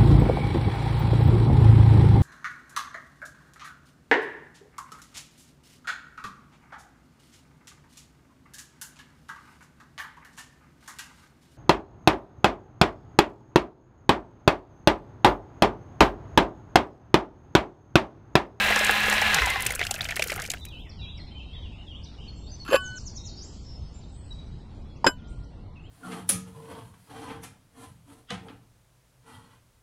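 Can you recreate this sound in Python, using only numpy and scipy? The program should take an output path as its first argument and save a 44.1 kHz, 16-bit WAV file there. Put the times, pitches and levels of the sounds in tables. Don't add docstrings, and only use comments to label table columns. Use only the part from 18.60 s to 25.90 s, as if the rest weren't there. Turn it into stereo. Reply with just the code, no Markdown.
import sys
import numpy as np
from scipy import signal
from scipy.fft import rfft, irfft
from scipy.io import wavfile
from scipy.ndimage import uniform_filter1d

SR = 44100
rng = np.random.default_rng(int(sys.argv[2]) if len(sys.argv) > 2 else 0)


def elevation(decibels):
    levels = np.asarray(decibels, float)
    return 10 ** (levels / 20)


def to_wav(s):
    ch = np.atleast_2d(s).T
    pcm = np.round(np.clip(ch, -1, 1) * 32767)
    wavfile.write(sys.argv[1], SR, pcm.astype(np.int16))


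N = 321930


def evened(x):
    return x / np.sqrt(np.mean(x ** 2) + 1e-20)


def read(points, hz):
    f, value = np.transpose(points)
    return np.interp(np.log(hz + 1), np.log(f + 1), value)


def add(mix, s, sound):
    part = mix[..., round(s * SR):][..., :sound.shape[-1]]
    part += sound[..., :part.shape[-1]]


def colour(x, points):
    gain = elevation(read(points, np.fft.rfftfreq(x.shape[-1], 1 / SR)))
    return irfft(rfft(x) * gain, x.shape[-1])


def resonate(x, hz, width):
    turn = np.exp(2j * np.pi * np.cumsum(hz * np.ones(len(x))) / SR)
    r = np.exp(-np.pi * width / SR)
    return 2 * (turn * signal.lfilter([1 - r], [1, -r], x / turn)).real


def ring(hz, t60, rise=0., length=.05, attack=0.00061):
    t = np.arange(round(length * SR)) / SR
    tone = np.sin(2 * np.pi * hz * (t + .5 * rise * t ** 2 / t60))
    return tone * elevation(-60 * t / t60) * (1 - np.exp(-t / attack))


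def burst(hz_low, hz_high, t60, attack=0.00014):
    t = np.arange(2048) / SR
    sos = signal.butter(3, [hz_low, min(hz_high, .49 * SR)], "band", fs=SR, output="sos")
    noise = signal.sosfilt(sos, rng.standard_normal(len(t)))
    puff = noise * elevation(-60 * t / t60) * (1 - np.exp(-t / attack)) ** 2
    return puff / abs(puff).max()


def tail(t60, delay_s, length=1.4):
    t = np.arange(round(length * SR)) / SR
    echoes = rng.standard_normal((2, len(t))) * (rng.random((2, len(t))) < .08)
    taps = echoes * elevation(-60 * t / t60) * (t > delay_s)
    return taps / np.linalg.norm(taps, axis=1, keepdims=True)


# frequency in Hz, correlation from -1 to 1.
EAR_CORRELATION = [(60, 1), (240, 0.89), (950, -0.16), (3770, -0.26), (15000, 0.15)]
# frequency in Hz, density in dB per Hz.
AIR_SPECTRUM = [(12, -34.5), (22, -8.5), (60, 0.5), (160, -11), (540, -27), (850, -27), (1750, -39),
                (4500, -37), (8300, -54), (9000, -60), (11800, -67.5), (12400, -94.5)]
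# time in seconds, low singers in dB, high singers in dB.
CHORUS_SWELL = [
    (1.9, -72, -66),
    (2.19, -47, -71.5),
    (3.09, -47, -71.5),
    (4.371, -53.5, -61),
    (7.3, -58, -79.5),
]
AIR_DB = -40.5


def air():
    frames, hz = N // 512 + 5, np.fft.rfftfreq(2048, 1 / SR)[:, None]
    a, b, c, d, patches = rng.standard_normal((frames, 1025, 5)).T
    patches = evened(uniform_filter1d(uniform_filter1d(patches, 16, 0), 8, 1))
    same = np.clip(read(EAR_CORRELATION, hz), -1, 1)
    left = a + 1j * b
    right = same * left + np.sqrt(1 - same ** 2) * (c + 1j * d)
    s, *levels = np.transpose(CHORUS_SWELL)
    frame_s = np.arange(frames) * 512 / SR
    low, high = (np.interp(frame_s, s, db - np.mean(db)) for db in levels)
    swell_db = low * np.exp(-((hz - 3100) / 900) ** 4) + high * np.exp(-((hz - 6400) / 2400) ** 4)
    gain = elevation(read(AIR_SPECTRUM, hz) + (1.5 + hz / 5000) * patches + swell_db)
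    field = signal.istft(np.array([left, right]) * gain, nperseg=2048, noverlap=1536)[1]
    return elevation(AIR_DB) * evened(field[:, :N])


# start in seconds, length in seconds, pitch in Hz, level in dB.
HELD_NOTES = [(1.981, 0.12, 3920, -59), (2.015, 0.033, 3620, -56.5), (2.081, 0.021, 2480, -58),
              (2.389, 0.12, 3870, -53.5), (2.395, 0.032, 2750, -56.5), (2.416, 0.051, 2424, -57.5),
              (2.601, 0.021, 4180, -48.5), (2.712, 0.077, 3094, -53), (2.752, 0.024, 2450, -58),
              (2.803, 0.21, 3774, -58.5), (2.965, .02, 3180, -57.5), (3.285, 0.04, 3220, -53),
              (3.681, 0.023, 4346, -49.5), (3.755, 0.062, 7480, -64), (3.916, 0.049, 6100, -56.5),
              (3.994, 0.044, 4360, -47), (4.304, 0.045, 4280, -51), (4.564, 0.087, 4140, -57),
              (4.581, 0.067, 3770, -53), (4.772, 0.063, 5410, -56), (5.04, 0.15, 5220, -59),
              (5.063, 0.087, 5530, -62), (5.338, 0.066, 7240, -60.5), (5.493, 0.085, 7830, -68.5),
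              (5.519, .08, 8400, -72.5), (5.57, 0.071, 8070, -66), (5.625, 0.05, 7800, -70),
              (5.708, 0.022, 3870, -50), (5.783, 0.044, 3940, -82), (6.251, .1, 3380, -70),
              (6.297, 0.046, 4230, -69.5), (6.575, 0.29, 1406, -67), (6.645, 0.031, 3160, -66),
              (7.22, .08, 7300, -80)]
SAG = 0.00925
# start in seconds, length in seconds, turning pitch in Hz, level in dB.
DIP_NOTES = [(2.084, 0.15, 2967, -55), (2.12, 0.067, 2606, -54), (2.398, 0.13, 3250, -52),
             (2.45, .06, 2597, -56), (2.793, 0.041, 2614, -52.5), (3.186, 0.02, 2800, -57),
             (3.207, .025, 2850, -56), (3.315, .045, 2830, -53), (3.579, 0.03, 2870, -58.5),
             (7.16, 0.048, 2550, -60)]
# start in seconds, length in seconds, turning pitch in Hz, level in dB.
ARCH_NOTES = [(2.765, .04, 3180, -54), (2.9, .025, 3250, -58), (2.93, 0.045, 3480, -51),
              (3.125, .03, 2750, -57), (3.845, .03, 3800, -61)]
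# start in seconds, length in seconds, turning pitch in Hz, level in dB.
TRILL_NOTES = [(3.603, .035, 3200, -57), (3.638, .04, 3200, -57)]
TRILL_BEND = -2.2
BEND_PER_S = 1.9
# start in seconds, first pitch in Hz, last pitch in Hz, level in dB.
SWEEP_NOTES = [(2.298, 5580, 4160, -53.5), (2.579, 5450, 4000, -55.5), (3.428, 4530, 5940, -56.5),
               (3.441, 5220, 3620, -56), (4.208, 8370, 6840, -55), (4.355, 7540, 4520, -47.5),
               (4.456, 7220, 4660, -46.5), (4.557, 6880, 5160, -46), (4.652, 7180, 4150, -46),
               (4.816, 5490, 7420, -50)]
# start in seconds, first pitch in Hz, last pitch in Hz, level in dB.
SLIDE_NOTES = [(2.253, 2250, 1790, -59), (2.583, 2255, 1900, -56), (2.937, 2230, 1750, -61),
               (3.025, 3430, 2690, -54.5), (3.272, 3550, 3280, -54), (3.358, 3200, 3520, -53),
               (3.455, 4200, 3600, -58), (3.867, 4300, 4970, -51.5), (4.085, 6700, 6240, -53),
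               (4.243, 6740, 6140, -49.5), (4.715, 4020, 4800, -53.5), (4.775, 4660, 5180, -47),
               (4.849, 7370, 7900, -60), (6.36, 2800, 2450, -69), (6.584, 3600, 2900, -70),
               (7.24, 2770, 3250, -62.5)]
# start in seconds, first pitch in Hz, last pitch in Hz, level in dB.
CHIP_NOTES = [(5.34, 5200, 3600, -68), (5.417, 5160, 3660, -62), (5.727, 5800, 3800, -67),
              (5.865, 6000, 4000, -72), (5.99, 5200, 3800, -70), (6.205, 3700, 5200, -71),
              (6.339, 4180, 6300, -72), (6.646, 3750, 6200, -70), (6.675, 7000, 9000, -70),
              (6.705, 7000, 8600, -71), (6.811, 3740, 6000, -69)]
SWEEP_HZ_PER_S, SLIDE_HZ_PER_S, CHIP_HZ_PER_S = 60000, 15000, 54000


def song():
    notes = [(s, d, hz * (1 + SAG), hz, hz * (1 - SAG), db) for s, d, hz, db in HELD_NOTES]
    for table, way in ((DIP_NOTES, 1), (ARCH_NOTES, -1), (TRILL_NOTES, TRILL_BEND)):
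        for s, d, hz, db in table:
            end_hz = hz * (1 + way * BEND_PER_S * d)
            notes.append((s, d, end_hz, hz, end_hz, db))
    for table, pace in ((SWEEP_NOTES, SWEEP_HZ_PER_S), (SLIDE_NOTES, SLIDE_HZ_PER_S),
                        (CHIP_NOTES, CHIP_HZ_PER_S)):
        notes += [(s, abs(b - a) / pace, a, np.sqrt(a * b), b, db) for s, a, b, db in table]
    return notes


def birds():
    notes = song()
    direct, sent = np.zeros((2, N)), np.zeros(N)
    for (s, length, *hz, db), side in zip(notes, rng.uniform(-1.2, 1, len(notes))):
        u = np.linspace(0, 1, round((length + 0.0077) * SR))
        glide = np.clip(u * (1 + .012 / length) - .006 / length, -.04, 1.04)
        pitch = np.polyval(np.polyfit([0, .5, 1], hz, 2), glide)
        slow = uniform_filter1d(uniform_filter1d(rng.standard_normal(len(u)), 300), 300)
        quiver = elevation(1.5 * evened(slow))
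        whistle = np.sqrt(2) * np.sin(2 * np.pi * np.cumsum(pitch) / SR)
        note = elevation(db) * whistle * signal.windows.tukey(len(u), .3) * quiver
        add(sent, s - .006, note)
        add(direct[0], s - .006, elevation(2.5 + 3 * side) * note)
        add(direct[1], s - .006 + .00034, elevation(2.0 - 3 * side) * note)
    leaf_taps = tail(0.044, 0.0018, 0.08)
    leaves = np.array([signal.oaconvolve(ear, taps)[:N] for ear, taps in zip(direct, leaf_taps)])
    woods = signal.fftconvolve(sent[None], tail(1.0, 0.003), axes=1)[:, :N]
    return direct + elevation(-3) * leaves + elevation(2.0) * woods


def gate(x, hole_db=-3.3, from_hz=1100):
    hz, t, z = signal.stft(x, SR, nperseg=1024)
    power = (abs(z) ** 2).mean(0)
    level_db = 10 * np.log10(uniform_filter1d(uniform_filter1d(power, 6, 0), 4, 1) + 1e-20)
    usual_db = uniform_filter1d(uniform_filter1d(level_db, 12, 0), 30, 1)
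    luck = rng.standard_normal((len(t) // 5 + 1, len(hz) // 6 + 1)).T
    blocks = np.kron(luck, np.ones((6, 5)))[:len(hz), :len(t)]
    shortfall_db = usual_db + hole_db - level_db + 2.2 * blocks
    keep = 1 / (1 + elevation(np.clip(12 * shortfall_db, -80, 80)))
    return signal.istft(z * np.where(hz[:, None] > from_hz, keep, 1), SR, nperseg=1024)[1][:, :N]


def glass(blows, modes, stand_t60, stand_attack, rumble_t60, split, damped_s=9.):
    out, rim = np.zeros((2, N))
    for s, db, stand_hz, rim_db, grit_db in blows:
        add(out, s, elevation(db) * ring(stand_hz, stand_t60, length=.1, attack=stand_attack))
        add(out, s, elevation(db - 20.5) * ring(1.11 * stand_hz, stand_t60, length=.1, attack=stand_attack))
        add(out, s, elevation(db - 13.5) * burst(180, 1500, rumble_t60, attack=0.00086))
        add(out, s, elevation(db + grit_db) * burst(1490, 4600, 0.023, attack=.001))
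        add(out, s, elevation(db + grit_db - 9.5) * burst(4800, 10700, 0.02))
        for (hz, mode_db, t60), luck in zip(modes, rng.standard_normal(len(modes))):
            pair = ring(hz, t60, length=.4, attack=0.00072)
            pair = pair + split * ring(hz * 1.012, .5 * t60, length=.4, attack=0.00087)
            add(rim, s, elevation(db + rim_db + mode_db + 2.0 * luck) * pair)
    out = out + rim * np.clip((damped_s - np.arange(N) / SR) / 0.002, 0, 1)
    return signal.sosfilt(signal.butter(12, 13600, fs=SR, output="sos"), out)


# start in seconds, level in dB, stand pitch in Hz, rim in dB over its usual share.
DRAG_BLOWS = [(4.049, -43, 1300, -2), (4.062, -30, 1350, -9), (4.078, -24.5, 1410, -7),
              (4.085, -26, 1580, -4), (4.091, -20.5, 290, -21), (4.102, -22, 1220, -4),
              (4.111, -18, 430, -2), (4.121, -11, 505, -6.5), (4.129, -7, 560, -1), (4.133, -14, 1635, 0.5),
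              (4.1395, -11.5, 555, 1), (4.1431, 0, 533, -8), (4.1445, -14, 2600, -0.5),
              (4.154, -19.5, 1695, 7.5), (4.1545, -25, 4500, -13), (4.16, -16, 1137, 4),
              (4.16, -21.5, 402, -18)]
# frequency in Hz, level in dB, t60 in seconds.
FULL_MODES = [(1498, -12, 1.6), (1116, -3.5, 0.14), (3000, -20.5, 0.82), (3044, -0.5, 0.03),
              (1685, -4, 0.066), (2530, -5, 0.068), (2697, 0.5, 0.055), (4500, -3.5, 0.014),
              (5001, -18, 0.12), (7400, -11.5, 0.1), (10080, -15.5, 0.14), (12700, -14, 0.064)]
HAND_DAMPS_S = 4.385
RIM_DB, RIM_FOLLOW, GRIT_DB, GRIT_FOLLOW = -18, 0.61, -24.5, 0.37


def full_glass():
    blows = []
    for s, db, hz, rim_db in DRAG_BLOWS:
        rim = RIM_DB + rim_db - (1 - RIM_FOLLOW) * db
        grit = GRIT_DB + rim_db - (1 - GRIT_FOLLOW) * db
        blows.append((s, db, hz, rim, grit))
    return glass(blows, FULL_MODES, 0.039, 0.0022, 0.064, 0.059, HAND_DAMPS_S)


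# start in seconds, level in dB, stand pitch in Hz,
# rim in dB over the blow, grit in dB over the blow.
KNOCK_BLOWS = [
    (6.4437, -5.5, 923, -25, -29.5),
    (6.444, -23, 4870, -32, -34),
    (6.4555, -22.5, 850, -34.5, -32),
    (6.4643, -9, 347, -12, -10),
    (6.4648, -10.5, 975, -36, -8.5),
    (6.4665, -7, 540, -2.5, -13),
    (6.472, -10, 297, -4.5, -12),
    (6.4725, -10, 1526, -27, -13),
    (6.483, -16, 326, -27.5, -13),
]
# frequency in Hz, level in dB, t60 in seconds.
EMPTY_MODES = [(617, -12, 0.14), (990, -16.5, 0.16), (1487, -14, 0.12), (1570, -1, 0.086),
               (2040, -9, 0.035), (2536, -11.5, 0.045), (2994, -9, 0.16), (5070, -3.5, 0.057),
               (6660, -22, 0.07), (7420, -11.5, 0.099), (10020, -30, 0.094), (11300, -41.5, 0.1),
               (12690, -29.5, 0.13)]


def empty_glass():
    return glass(KNOCK_BLOWS, EMPTY_MODES, 0.03, 0.00059, 0.096, 0.27)


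# start in seconds, peak in dB, bubble pitch in Hz.
STREAM_GULPS = [(0.123, -7.5, 1880), (.1336, -33, 1900), (0.161, -8, 1620), (0.293, -6.5, 1570),
                (0.525, -9, 1810), (.58, -9.5, 2150), (0.62, -11, 1780), (0.785, -4, 1850),
                (0.819, -9.5, 1370), (.82, -9, 1707), (0.957, -16, 1630), (0.997, -22.5, 2040)]
# start in seconds, peak in dB, bubble
# pitch in Hz.
LATE_DRIPS = [(1.062, -10, 2290), (1.105, -13, 2000), (1.192, -15, 2330), (1.213, -9, 1920),
              (1.237, -20, 3210), (1.266, -18, 2550), (1.309, -20, 2540), (1.344, -27, 1480),
              (1.389, -27, 1750), (1.407, -12, 3460), (1.4063, -18.5, 1730), (1.452, -17, 2270),
              (1.487, -15, 1970), (1.508, -17, 2200), (1.521, -15, 1710), (1.564, -17, 1830),
              (1.594, -12.5, 2340), (1.621, -10.5, 2210), (1.639, -20, 2100), (1.697, -16.5, 1900),
              (1.718, -16.5, 2120), (1.76, -26, 1330), (1.791, -20, 1510), (1.823, -25, 1970),
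              (1.902, -19.5, 2750), (1.936, -18, 1950),
              (1.086, -20.5, 2320), (1.121, -27, 1870), (1.135, -26, 3180), (1.177, -34, 2680),
               (1.205, -18.5, 2020), (1.227, -15, 2080), (1.25, -21, 1510), (1.36, -22.5, 2460),
               (1.428, -28, 2390), (1.492, -21, 1940), (1.569, -16.5, 1820), (1.599, -19.5, 2310),
               (1.644, -30, 2480), (1.681, -28, 1410), (1.703, -20, 2060), (1.726, -17, 1550),
               (1.777, -23, 2000), (1.799, -23, 1670), (1.805, -29, 1960), (1.85, -24.5, 2150),
               (1.917, -29, 2480), (1.971, -35.5, 2700), (2.05, -33, 2460), (2.064, -39, 2300)]
SPOUT_HZ, HEADSPACE_HZ, HOLLOW_DB = 435.5, 700, -21


def landings():
    out = np.zeros(N)
    drops = STREAM_GULPS + LATE_DRIPS
    for (s, db, hz), (u, v, w, q) in zip(drops, rng.random((len(drops), 4))):
        add(out, s + 0.001293, elevation(db - 1.5) * ring(hz, 0.01 + 0.013 * u, rise=0.46, attack=0.00041))
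        add(out, s + 0.0031 + 0.008 * v, elevation(db - 6.5) * ring(hz * (0.75 + 0.5 * w), .012, rise=0.47))
        hollow_hz = (SPOUT_HZ if q < .5 else HEADSPACE_HZ) * (.9 + 0.22 * u)
        add(out, s + 0.00099, elevation(db + HOLLOW_DB) * ring(hollow_hz, 0.055, rise=0.216, attack=0.00033))
        add(out, s - .001, elevation(db - 9.5) * burst(0.66 * hz, 1.6 * hz, 0.019, attack=0.0045))
        add(out, s + 0.001145, elevation(db - 7 - 4 * w) * burst(0.4 * hz, 4800, 0.004))
        add(out, s, elevation(db - 24.5) * burst(1400, 7000, 0.16, attack=0.0052))
    return out


# start in seconds, peak in dB, hollow pitch in Hz.
DEEP_PLUNGES = [(.105, -15.5, 683), (.126, -31, 580), (.161, -18, 820), (.162, -21, 470), (.163, -18, 1040),
                (.209, -18, 580), (.293, -12, 777), (.312, -26.5, 420), (.361, -19, 790),
                (.481, -21.5, 470), (.525, -18.5, 790), (.617, -13, 802), (.76, -15.5, 784),
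                (.87, -17, 770), (.957, -18, 746), (1.063, -24.5, 393), (1.212, -27.5, 380),
                (1.309, -22.5, 747), (1.594, -18, 620), (1.66, -30.5, 450), (1.718, -23, 584),
                (1.78, -26, 760), (1.936, -32, 686)]


def plunges():
    out = np.zeros(N)
    for s, db, hz in DEEP_PLUNGES:
        add(out, s + 0.00092, elevation(db) * ring(hz, 0.037, rise=0.23, attack=0.0012))
        add(out, s, elevation(db - 8.5) * burst(0.52 * hz, 1.68 * hz, 0.032, attack=0.0013))
    return out


# start in seconds, peak in dB, centre in Hz.
BURSTING_DROPLETS = [(0.16, -9.5, 5270), (0.192, -12.5, 5560), (0.2335, -25, 7620), (0.247, -9, 7700),
                     (.2678, -15, 5990), (0.3106, -11.5, 9100), (.4334, -20, 5000), (.4604, -18, 5000),
                     (0.499, -10, 6840), (0.526, -9.5, 4900), (0.539, -15, 7000), (0.616, -13.5, 5460),
                     (0.745, -3, 5950), (0.8182, -18.5, 5240), (0.86, -12, 7050), (0.902, -14, 7590),
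                     (1.006, -17, 10000), (1.023, -13, 9800), (1.052, -18, 11700), (1.066, -5.5, 8100),
               (1.0929, -25, 4500), (1.106, -14, 6330), (1.1214, -15.5, 10000), (1.1507, -16, 7460),
               (1.1557, -13, 9700), (1.1943, -18.5, 5570), (1.2121, -29, 4650), (1.2386, -21, 4700),
               (1.251, -20, 7780), (1.268, -15.5, 4700), (1.3109, -8, 6300), (1.3418, -14.5, 4660),
               (1.354, -22, 7400), (1.4085, -32, 4820), (1.4184, -24, 10400), (1.4441, -19, 5070),
               (1.488, -20, 4720), (1.5073, -19.5, 5940), (1.559, -17, 4590), (1.565, -15, 9800),
               (1.595, -19, 6510), (1.6242, -8.5, 4900), (1.64, -14, 12400), (1.674, -18, 10300),
               (1.6833, -20, 4600), (1.703, -15.5, 4840), (1.719, -19, 7800), (1.7284, -25, 7450),
               (1.7404, -23, 7550), (1.7607, -19.5, 12200), (1.799, -21, 6200), (1.8204, -16, 6460),
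               (1.84, -24, 4940), (1.8527, -26, 7350), (1.862, -21, 5300), (1.876, -26, 5330),
               (1.9023, -9.5, 6260), (1.9162, -15.5, 6750), (1.9375, -26, 10200), (1.982, -37, 4640),
               (2.0527, -22.5, 9700), (2.087, -40, 4800)]


def spits():
    out = np.zeros(N)
    for s, db, hz in BURSTING_DROPLETS:
        snap = ring(hz, 0.0017, rise=.3, length=.005, attack=0.00014)
        add(out, s + .0006, elevation(db + 4.0) * snap)
        add(out, s - .002, elevation(db - 8.5) * burst(.5 * hz, 1.67 * hz, 0.013, attack=0.0027))
        add(out, s - .004, elevation(db - 15.5) * burst(4100, 13000, 0.028, attack=0.0041))
    return out


# time in seconds, fizz in dB, gurgle in dB.
TRICKLE_LEVELS = [
    (0.0, -34, -27),
    (1.119, -45.5, -40),
    (1.68, -43.5, -40),
    (2.3, -74, -37),
]


def trickle():
    s, fizz_db, gurgle_db = np.transpose(TRICKLE_LEVELS)
    size = elevation(3.5 * np.minimum(rng.exponential(1, N), 4)) * (rng.random(N) < 2200 / SR)
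    size *= elevation(2.5 * evened(uniform_filter1d(rng.standard_normal(N), 600)))
    kind = rng.integers(0, 96, N) // 4 + 24 * (rng.random(N) < .06)
    fizz, bubbles, glugs = np.zeros((3, N))
    for k in range(12):
        tiny = ring(4500 * 1.4 ** k, 0.0012, rise=0.47, attack=.0003)
        middling = ring(1300 * 1.08 ** k, 0.013, rise=0.37, attack=0.00044)
        large = ring(380 * 1.085 ** k, 0.03, rise=.2, attack=0.00076)
        fizz += signal.oaconvolve(size * (kind == k), tiny)[:N]
        bubbles += signal.oaconvolve(size * (kind == k + 12), middling)[:N]
        glugs += signal.oaconvolve(size * (kind == k + 24), large)[:N]
    spray = evened(np.diff(rng.standard_normal(N + 1)) * uniform_filter1d(size, 900) ** 2)
    t = np.arange(N) / SR
    fizz_gain = elevation(np.interp(t, s, fizz_db, right=-120) - 4.5)
    gurgle_gain = elevation(np.interp(t, s, gurgle_db, right=-120) - 4.5)
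    gurgle_gain = gurgle_gain * np.clip((2.02 - t) / 0.2, 0, 1)
    fizzing = fizz_gain * (evened(fizz) + elevation(-10.0) * spray)
    return fizzing + gurgle_gain * (evened(bubbles) + elevation(-6.5) * evened(glugs))


def juice():
    return landings() + plunges() + spits() + trickle()


# time in seconds, shaft speed in Hz, effort in dB.
DRIVEN = [
    (0.0, 202.7, -22.5),
    (0.161, 208.5, -25),
    (.57, 210.3, -24),
    (0.619, 211.3, -27.5),
    (0.656, 217.4, -23.5),
    (0.731, 205.4, -22.5),
]
# time in seconds, shaft speed in Hz, effort in dB.
COASTING = [
    (0.789, 137, -24.5),
    (0.831, 56, -28.5),
    (0.902, 32, -27),
    (1.09, 31, -37.5),
    (1.16, 18, -51),
]
# multiple of shaft speed, level in dB over effort.
ORDERS = [(1, -17), (4, -28), (5, -27), (6, -20), (8, -9.5), (9, -30.5), (10, -18.5), (11, -22),
          (12, -27.5), (13, -17.5)]
# frequency in Hz, width in Hz, level in dB.
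HOUSING_MODES = [(802, 60, -4), (1021, 30, 0), (1814, 55, -7), (2650, 230, 4.5), (3920, 70, -5.5),
                 (4940, 250, -22.5)]
# frequency in Hz, density in dB per Hz.
GRIND_SPECTRUM = [(35, -40), (60, -9.5), (149, -26.5), (207, -16), (294, -17), (803, -6), (1170, -8.5),
                  (1660, 0.5), (4030, -7.5), (4640, -17), (14900, -33), (16000, -40.5)]
# start in seconds, pitch in Hz, peak in dB, t60 in seconds.
FRAME_NOTE = (0.8, 59, -25, 0.2)
# time in seconds, pitch in Hz, level in dB.
ROLLER_WHINE = [
    (.78, 2010, -66.5),
    (.835, 2054, -25.5),
    (.87, 1990, -36),
    (.912, 2096, -28),
    (.945, 2048, -40),
    (1.01, 2070, -33.5),
    (1.1, 2060, -60.5),
]
# time in seconds, pitch in Hz, level in dB.
IDLER_MOAN = [
    (.79, 1140, -48.5),
    (.83, 1035, -32),
    (.865, 965, -32),
    (.89, 1038, -47),
    (.95, 1162, -37),
    (.988, 1006, -38.5),
    (1.02, 1037, -48),
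    (1.07, 1016, -56),
]


def motor():
    s, hz, effort_db = np.transpose(DRIVEN + COASTING)
    t = np.arange(round(s[-1] * SR)) / SR
    wobble = evened(uniform_filter1d(rng.standard_normal((len(t), 2)), 500, axis=0)).T
    speed = np.interp(t, s, hz)
    turns = np.cumsum(speed * (1 + 0.004 * wobble[0])) / SR
    tones = np.zeros(len(t))
    for k, db in ORDERS:
        order = np.sqrt(2) * np.sin(2 * np.pi * k * turns)
        tones += elevation(db) * order * (speed / hz[0]) ** (k - 1)
    tones = tones * elevation(1.9 * wobble[1]) * np.clip((speed - 48) / 12, 0, 1)
    pulse = 1.0 + np.exp(-(turns % 1) / 0.23)
    teeth = rng.standard_normal(len(t)) * pulse * elevation(0.93 * wobble[0])
    shell = sum(elevation(db) * evened(resonate(teeth, f, 1.1 * w)) for f, w, db in HOUSING_MODES)
    grinding = elevation(-1.5) * evened(colour(teeth, GRIND_SPECTRUM)) + elevation(-11.5) * evened(shell)
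    out = elevation(np.interp(t, s, effort_db)) * (tones + grinding)
    start, frame_hz, db, t60 = FRAME_NOTE
    add(out, start, elevation(db + 12.0) * ring(frame_hz, t60, length=0.25, attack=.03))
    for table, waver in ((ROLLER_WHINE, .012), (IDLER_MOAN, .015)):
        s, hz, db = np.transpose(table)
        pitch = np.interp(t, s, hz) * (1 + waver * wobble[1])
        whine = evened(np.sin(2 * np.pi * np.cumsum(pitch) / SR))
        out = out + elevation(np.interp(t, s, db, left=-120)) * whine
    return out


# frequency in Hz, level in dB.
SCATTER_SPECTRUM = [(40, -9), (200, -13), (550, -11), (1700, -16), (5000, -20), (9000, -20), (15000, -18)]


def scene():
    near = juice() + full_glass() + empty_glass()
    add(near, 0, motor())
    thrown_back = colour(np.pad(near, (0, SR)), SCATTER_SPECTRUM)
    scatter = signal.fftconvolve(thrown_back, tail(0.084, 0.00092, 0.14)[0])[:N]
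    return near * elevation([[-.2], [.2]]) + np.outer([1, -1], scatter) + gate(birds() + air())


def top_cut(x):
    return signal.sosfilt(signal.butter(12, 16660, fs=SR, output="sos"), x)


def record(dry):
    edge = signal.firwin(255, 15700, window=("kaiser", 7), fs=SR)
    rounded = 0.74 * np.tanh(dry / 0.76)
    return top_cut(signal.oaconvolve(rounded, edge[None], "same"))


dry = scene()
out = record(dry)
to_wav(out)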